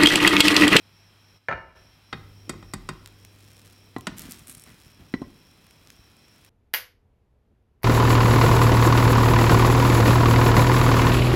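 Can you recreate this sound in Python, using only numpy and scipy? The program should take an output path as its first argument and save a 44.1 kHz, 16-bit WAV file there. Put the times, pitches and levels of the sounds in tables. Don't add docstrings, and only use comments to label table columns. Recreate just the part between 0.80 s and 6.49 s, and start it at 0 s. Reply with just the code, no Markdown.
import sys
import numpy as np
from scipy import signal
from scipy.fft import rfft, irfft
from scipy.io import wavfile

SR = 44100
rng = np.random.default_rng(int(sys.argv[2]) if len(sys.argv) > 2 else 0)


def transcribe(u):
    v = np.clip(np.atleast_2d(u).T, -1, 1)
    q = np.round(v * 32767).astype(np.int16)
    wavfile.write(sys.argv[1], SR, q)


N = 251037
T = np.arange(N) / SR

# centre_hz, width_hz, level_db
WHIRR_BANDS = [(2502, 290, -72), (3242, 240, -72), (3983, 190, -73.5), (5276, 280, -72.5), (8300, 190, -88),
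               (11170, 100, -84), (12200, 136, -86)]
# frequency_hz, relative_db
AIR_SPECTRUM = [(25, -15), (45, -6), (80, -10.5), (160, -8), (300, -15), (560, -19.5), (940, -18.5),
                (2000, -20.5), (2500, -21), (4600, -26.5), (5600, -21), (6200, -34), (14000, -34.5),
                (16000, -42)]
# frequency_hz, relative_db
HOLDING_SPECTRUM = [(20, -30), (45, -4.5), (90, -8), (250, -10.5), (500, -18.5), (1500, -38.5)]
# frequency_hz, relative_db
SIZZLE_SPECTRUM = [(300, -32), (1200, 3), (3500, 4), (6000, 0.5), (8800, 2.5), (12000, -1), (16000, -5.5)]
# peak_s, half_length_s, frying_db
EGG_LIFTS = [(2.81, 0.18, -62), (3.966, 0.15, -63.5), (5.13, 0.057, -69), (5.684, 0.14, -74)]
# start_s, level_db, plate_ring_db
CLATTER_BLOWS = [(0.6851, -17.5, -3), (0.703, -36, -13), (0.712, -22, -17), (0.725, -23.5, -10),
                 (0.7317, -28, -6.5), (0.776, -39, -10)]
# frequency_hz, level_db, t60_s
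PLATE_MODES = [(527, -3, .26), (565, -3, .24), (633, -8, .42), (735, -14, .24), (790, -9, .22),
               (904, -12, .34), (1022, -11, .5), (1125, -18, .3), (1275, -9, .16), (1313, 0, .27),
               (1422, -6, .3), (1463, -11, .38), (1572, -11, .16), (1720, -4, .15), (1764, -8, .52),
               (1797, -8, .18), (1832, -9, .24), (1950, -12, .22), (2030, -12, .27), (2262, -17, .58),
               (2350, -15, .19), (2837, -23, .52), (3295, -27, .45), (4360, -35, .35), (4732, -36, .25),
               (6180, -40, .25), (6600, -40, .3), (7200, -43, .2)]
# frequency_hz, level_db, t60_s
BOUNCE_MODES = [(580, -8.5, 0.055), (934, -4.5, 0.044), (1317, 5.5, 0.043), (1380, -2.5, 0.01),
                (1750, -3.5, 0.05), (2380, -2, 0.02), (3800, -25, 0.037)]
# frequency_hz, level_db, t60_s
CLACK_BANDS = [(34.8, -35, 0.17), (75, -12.5, 0.23), (116, -16, 0.18), (280, -24, 0.17), (580, -4, 0.058),
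               (980, -6, 0.042), (1590, 2.5, 0.042), (2560, -14, 0.058), (4170, -23, 0.035),
               (6940, -34.5, 0.048), (11800, -73, .03)]
# frequency_hz, level_db
FLAT_COLOUR = [(1000, 0)]
# start_s, level_db, rattle_db, ring_time_factor,
# thud_db, body_db, ring_db, clack_db, tick_db (a blade left pressed on damps the pan)
BLADE_TAPS = [(1.3254, -20, 1, 1.13, -14, -20.5, -12.5, -15.5, -38),
              (1.692, -13, -4.5, 0.85, -26.5, -20.5, -18, -23, -18.5),
              (1.732, -39.5, 3, 0.88, -7, -13, -7, -30, -74),
              (1.824, -35, -3.5, 1.1, -6, -16, -12, -22, -30),
              (1.934, -15.5, -6.5, 0.71, -15.5, -18, -14, -23.5, -15),
              (2.087, -20.5, -2.5, 0.94, -17, -13.5, -9.5, -17.5, -20),
              (3.267, -17.5, 1.5, .72, -26, -17, -12.5, -17, -21.5)]
TAP_PART_HZ = [90, 280, 1200, 3600, 9000]
# frequency_hz, level_db, t60_s
PAN_MODES = [(44, -44, 0.22), (152.5, -3.5, 0.15), (215.6, -14.5, 0.15), (365, -5, 0.13),
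             (790, -10.5, 0.075), (1056, -4, 0.04), (1310, 3.5, 0.018), (1470, -3, 0.024),
             (1870, -10.5, 0.11), (2024, -3.5, 0.046), (2474, -11.5, 0.13), (3217, -9, 0.051),
             (3690, -4, 0.05), (3720, -2, 0.057), (3920, -4, 0.021), (4450, -6, 0.063), (4880, -2, 0.043),
             (5615, -3, 0.042), (6750, -5.5, 0.034), (7380, -9, 0.027), (7870, -3, 0.04),
             (8370, -7.5, 0.05), (8450, -8, 0.018), (8840, -5, 0.028)]
# frequency_hz, level_db, t60_s
RATTLE_BANDS = [(40.7, -8, 0.28), (121, -7, 0.32), (302, 5.5, 0.058), (564, -6.5, 0.063),
                (1300, -2.5, 0.078), (2930, 3, 0.034), (6000, 2, 0.02), (9200, 6.5, 0.035),
                (15100, -14, .025)]
# start_s, level_db, pitch_hz
SETTLING_BUMPS = [(1.68, -37, 302), (3.488, -30, 220), (3.618, -37, 147), (3.771, -39, 168),
                  (4.064, -36, 124), (4.988, -44, 68.6), (5.193, -36, 84)]
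# start_s, level_db, lower_snap_db
FAT_POPS = [(2.2594, -33, 4), (2.2744, -34, -1), (2.449, -33, 1), (3.1835, -32, -8), (3.2087, -29, -8),
            (3.3832, -16.5, -35), (3.3939, -14, -35), (3.419, -19.5, -19), (3.5095, -17, -33),
            (3.5204, -12.5, -41), (3.5932, -24, -27), (3.75, -23, -19), (3.7965, -24, -28),
            (3.8206, -27, -29), (3.838, -26, -14), (4.8675, -40.5, -3.5), (4.909, -38, -0.5),
            (5.0726, -44.5, 6), (5.1024, -42, 10), (5.3672, -44, -2.5), (5.6477, -33.5, -10)]
# start_s, level_db, thud_db, body_db, ring_db, clack_db, tick_db
SHAFT_KNOCKS = [(3.162, -19.5, -18, -9.5, -13.5, -19, -36.5), (3.182, -30.5, -9, -17, -9, -35, -19.5),
                (4.338, -14.5, -20, -7, -23, -14, -41.5), (4.416, -22.5, -16, -6, -13.5, -31.5, -34.5)]
KNOCK_PART_HZ = [90, 280, 1050, 2000, 9000]
# frequency_hz, level_db, t60_s
SHAFT_MODES = [(128, -1, 0.036), (268, 6, 0.035), (440, 0, 0.016), (830, -17, 0.023), (1043, -7, 0.11),
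               (1326, -1, 0.016), (1966, 0.5, 0.04), (3080, -17, 0.081), (4050, -1.5, 0.045)]
# frequency_hz, level_db, t60_s
THUD_BANDS = [(40, -11, 0.16), (119, -8.5, 0.18), (296, -19, 0.06), (567, -2.5, 0.031), (1150, -6, 0.058),
              (2400, -2.5, .025), (5000, -10.5, 0.081), (9000, -0.5, 0.024), (15000, -18, .025)]
# start_s, rise_s, t60_s, rubbing_db, rumble_db
BLADE_SHOVES = [(3.29, .04, 0.64, -60, -49), (3.39, 0.055, 0.67, -51, -46), (3.67, .02, 0.43, -62, -53.5),
                (3.85, 0.027, 0.44, -50.5, -49.5), (4.18, 0.026, 0.5, -58.5, -48)]
# frequency_hz, relative_db
RUBBING_SPECTRUM = [(300, -2.5), (700, -10), (1100, -3.5), (2000, -4.5), (3500, -12.5), (7000, -21),
                    (14000, -21)]
# frequency_hz, relative_db
RUMBLE_SPECTRUM = [(25, -10), (60, 4.5), (130, 1.5), (260, 3.5), (420, -12), (800, -16), (2000, -57)]
# start_s, rise_s, t60_s, level_db
WET_CRACKLES = [(3.364, 0.019, 0.7, -43.5), (3.489, 0.018, 0.42, -48)]
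# frequency_hz, relative_db
PEELING_SPECTRUM = [(300, -67), (1200, -5.5), (3500, -10), (6000, -14), (8300, 1.5), (11800, 0),
                    (13500, -27), (16000, -33)]
# frequency_hz, level_db, t60_s
ROOM_BANDS = [(30.2, -4, 0.69), (100, -17, 0.72), (506, -6.5, 0.49), (1990, -3.5, 0.48), (6000, 3, 0.34),
              (14000, -9.5, 0.2)]

TOUCH_S = 1.32
MAINS_HZ, HUM_IDLE_DB, HUM_TOUCHED_DB, HUM_EBB_DB_PER_S = 100, -61.5, -49.5, 5
CHIRP_FIRST_S, CHIRP_PERIOD_S, CHIRP_LENGTH_S, CHIRP_DB = .222, .277, .18, -66
HANDS_OFF_DB, HOLDING_DB, EASING_DB_PER_S = -79.5, -58, 1.45
FRY_IDLE_DB, FRY_DISTURBED_DB = -85, -71
PEEL_S, PEEL_RISE_S, PEEL_T60_S, PEEL_DB = 3.666, .0052, .49, -42
SNAP_GAP_S, SNAP_DB, SNAP_LOW_DB = .007, -26.5, -18

BAND_HZ = 32 * 2 ** (np.arange(19) / 2)
BANDS = []
for centre_hz in BAND_HZ:
    edges_hz = [centre_hz / 2 ** .25, centre_hz * 2 ** .25]
    band_filter = signal.butter(3, edges_hz, "band", fs=SR, output="sos")
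    band_noise = signal.sosfilt(band_filter, rng.standard_normal(N))
    BANDS.append(band_noise / np.sqrt(np.mean(band_noise ** 2) + 1e-20))


def from_db(db):
    return 10 ** (np.asarray(db) / 20)


def rms_one(x):
    return x / np.sqrt(np.mean(x ** 2) + 1e-20)


def at_hz(rows, hz, column=1):
    rows = np.array(rows)
    return np.interp(np.log(hz + 1e-9), np.log(rows[:, 0]), rows[:, column])


def add(track, s, sound):
    start = max(round(s * SR), 0)
    track[start:start + len(sound)] += sound[:N - start]


def coloured(x, spectrum):
    gain = from_db(at_hz(spectrum, np.fft.rfftfreq(N, 1 / SR)))
    return rms_one(irfft(rfft(x) * gain, N))


def narrow_noise(hz, width):
    sos = signal.butter(2, [hz - width / 2, hz + width / 2], "band", fs=SR, output="sos")
    return rms_one(signal.sosfilt(sos, rng.standard_normal(N)))


def dying(t60):
    return np.exp(-np.minimum(np.log(1000) * T[:SR] / t60, 30))


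def surge(s, rise_s, t60=np.inf):
    rise = np.clip((T - s) / rise_s, 0, 1)
    decay = np.log(1000) * np.maximum(T - s - rise_s, 0) / t60
    return rise * np.exp(-np.minimum(decay, 30))


def struck(modes, colour, spread_db, stretch=1):
    ringing = 0
    for k, (hz, db, t60) in enumerate(modes):
        strength = from_db(db + at_hz(colour, hz) + spread_db * rng.standard_normal())
        ringing += (-1) ** k * strength * dying(t60 * stretch) * np.sin(2 * np.pi * hz * T[:SR])
    return ringing


def burst(table, colour):
    start = rng.integers(SR // 2, N - SR)
    out = np.zeros(SR)
    for hz, band in zip(BAND_HZ, BANDS):
        level = from_db(at_hz(table, hz) + at_hz(colour, hz))
        swell = np.minimum(T[:SR] * hz, 1)
        out += level * band[start:start + SR] * dying(at_hz(table, hz, 2)) * swell
    return out


def grains(per_s, spread_db, clump_db=0):
    sizes = from_db(spread_db * np.minimum(rng.exponential(1, N), 4))
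    clumps = from_db(clump_db * np.tanh(narrow_noise(60, 80)))
    return (rng.random(N) < per_s * clumps / SR) * sizes * rng.choice([-1, 1], N)


def hum(rise_s=0.09):
    touched_db = HUM_TOUCHED_DB - HUM_EBB_DB_PER_S * (T - TOUCH_S)
    db = HUM_IDLE_DB + surge(TOUCH_S, rise_s) * (touched_db - HUM_IDLE_DB)
    return from_db(db) * np.sqrt(2) * np.sin(2 * np.pi * MAINS_HZ * T)


def background(air_db=-60):
    air = from_db(air_db) * coloured(rng.standard_normal(N), AIR_SPECTRUM)
    whirr = sum(from_db(db) * narrow_noise(hz, width) for hz, width, db in WHIRR_BANDS)
    return air + whirr + hum()


def holding():
    eased = from_db(HOLDING_DB - EASING_DB_PER_S * (T - TOUCH_S))
    held = from_db(HANDS_OFF_DB) + eased * surge(TOUCH_S, rise_s=0.022)
    return coloured(rng.standard_normal(N), HOLDING_SPECTRUM) * held


def frying_gain(onset_s=1.0):
    lifted = sum(from_db(db) * np.exp(-((T - s) / half_s) ** 2) for s, half_s, db in EGG_LIFTS)
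    return from_db(FRY_IDLE_DB) + from_db(FRY_DISTURBED_DB) * surge(TOUCH_S, onset_s) + lifted


def gentle_frying():
    return coloured(grains(per_s=1500, spread_db=6.0), SIZZLE_SPECTRUM) * frying_gain()


def insect(hz=5510, width=280, edge_s=0.11, waver_db=2.0):
    gate = np.zeros(N)
    for s in np.arange(CHIRP_FIRST_S - CHIRP_PERIOD_S, T[-1] + CHIRP_PERIOD_S, CHIRP_PERIOD_S):
        level = from_db(CHIRP_DB + waver_db * rng.standard_normal())
        gate += level * np.clip((CHIRP_LENGTH_S / 2 - abs(T - s)) / edge_s + .5, 0, 1)
    return gate * narrow_noise(hz, width)


def plate(ring_db=-1, bounce_db=3, clack_db=2):
    out = np.zeros(N)
    for s, db, plate_db in CLATTER_BLOWS:
        ring = from_db(ring_db + plate_db) * struck(PLATE_MODES, FLAT_COLOUR, spread_db=-1.3)
        bounce = from_db(bounce_db) * struck(BOUNCE_MODES, FLAT_COLOUR, spread_db=2.5)
        clack = from_db(clack_db) * burst(CLACK_BANDS, FLAT_COLOUR)
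        add(out, s, from_db(db) * (ring + bounce + clack))
    return out


def taps(ring_db=4, contact_s=.0018, flex_s=0.00088):
    out = np.zeros(N)
    build = 1 - np.exp(-T[:SR] / flex_s)
    for s, db, loose_db, stretch, *parts in BLADE_TAPS:
        colour = [(hz, db + part_db) for hz, part_db in zip(TAP_PART_HZ, parts)]
        ring = from_db(ring_db) * struck(PAN_MODES, colour, spread_db=1.0, stretch=stretch)
        rattle = from_db(loose_db) * burst(RATTLE_BANDS, colour)
        add(out, s + contact_s, build * (ring + rattle))
    return out


def bumps(t60=0.028):
    out = np.zeros(N)
    for s, db, hz in SETTLING_BUMPS:
        add(out, s, from_db(db) * dying(t60) * np.sin(2 * np.pi * hz * T[:SR]))
    return out


def peel_snaps(count=8):
    chance = rng.uniform(-1, 1, (count, 2))
    times = PEEL_S + np.cumsum(SNAP_GAP_S * (1 + 0.36 * chance[:, 0]))
    levels_db = SNAP_DB + 3 * chance[:, 1]
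    return [(s, db, SNAP_LOW_DB) for s, db in zip(times, levels_db)]


def pops(tick_db=3, snap_db=14, spray_db=-17, spray_t60=0.0078):
    out = np.zeros(N)
    tick_filter = signal.butter(1, (6000, 13000), "band", fs=SR, output="sos")
    snap_filter = signal.butter(1, (1300, 5500), "band", fs=SR, output="sos")
    for s, db, low_db in FAT_POPS + peel_snaps():
        pop = from_db(spray_db) * rng.standard_normal(SR) * dying(spray_t60) + 1e-18
        pop[0] -= 1
        tick = from_db(tick_db) * signal.sosfilt(tick_filter, pop)
        snap = from_db(snap_db + low_db) * signal.sosfilt(snap_filter, pop)
        add(out, s + .0007, from_db(db) * (tick + snap))
    return out


def knocks(ring_db=4, contact_s=0.00129):
    out = np.zeros(N)
    for s, db, *parts in SHAFT_KNOCKS:
        colour = [(hz, db + part_db) for hz, part_db in zip(KNOCK_PART_HZ, parts)]
        ring = from_db(ring_db) * struck(SHAFT_MODES, colour, spread_db=1.2)
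        add(out, s + contact_s, ring + burst(THUD_BANDS, colour))
    return out


def shove_rumble(rumble_db=-1):
    shoved = sum(from_db(db + rumble_db) * surge(s, rise_s, t60) for s, rise_s, t60, _, db in BLADE_SHOVES)
    return coloured(rng.standard_normal(N), RUMBLE_SPECTRUM) * shoved


def rubbing(rub_db=-2):
    shoved = sum(from_db(db) * surge(s, rise_s, t60) for s, rise_s, t60, db, _ in BLADE_SHOVES)
    return from_db(rub_db) * coloured(grains(per_s=6100, spread_db=4.0), RUBBING_SPECTRUM) * shoved


def crackling(crackle_db=-1):
    wetted = sum(from_db(db) * surge(s, rise_s, t60) for s, rise_s, t60, db in WET_CRACKLES)
    crackle = coloured(grains(per_s=3800, spread_db=4.0, clump_db=6.5), SIZZLE_SPECTRUM)
    return from_db(crackle_db) * crackle * wetted


def peeling():
    crackle = coloured(grains(per_s=1900, spread_db=6.5, clump_db=10.0), PEELING_SPECTRUM)
    return from_db(PEEL_DB) * crackle * surge(PEEL_S, PEEL_RISE_S, PEEL_T60_S)


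def kitchen(x, wet_db, first_echo_s=0.011):
    tail = burst(ROOM_BANDS, FLAT_COLOUR) * (T[:SR] > first_echo_s)
    tail /= np.linalg.norm(tail)
    return x + from_db(wet_db) * signal.fftconvolve(x, tail)[:N]


def scene():
    far = kitchen(plate(), wet_db=-14.0)
    egg = gentle_frying() + rubbing() + crackling() + peeling()
    near = kitchen(taps() + egg + pops(), wet_db=-16.0)
    near += kitchen(knocks(), wet_db=-20.5)
    handling = holding() + bumps() + shove_rumble()
    return (far + near + handling + insect() + background())[None]


def record(dry, dip_db=-8.5):
    dip = np.interp(T, [.572, .592, .950, .959], [0, 1, 1, 0])
    bass_cut = signal.butter(3, 38, "high", fs=SR, output="sos")
    top_cut = signal.ellip(10, .2, 80, 16200, fs=SR, output="sos")
    x = signal.sosfilt(bass_cut, dry * from_db(dip_db * dip))
    return signal.sosfilt(top_cut, x)


dry = scene()
out = record(dry)
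transcribe(out)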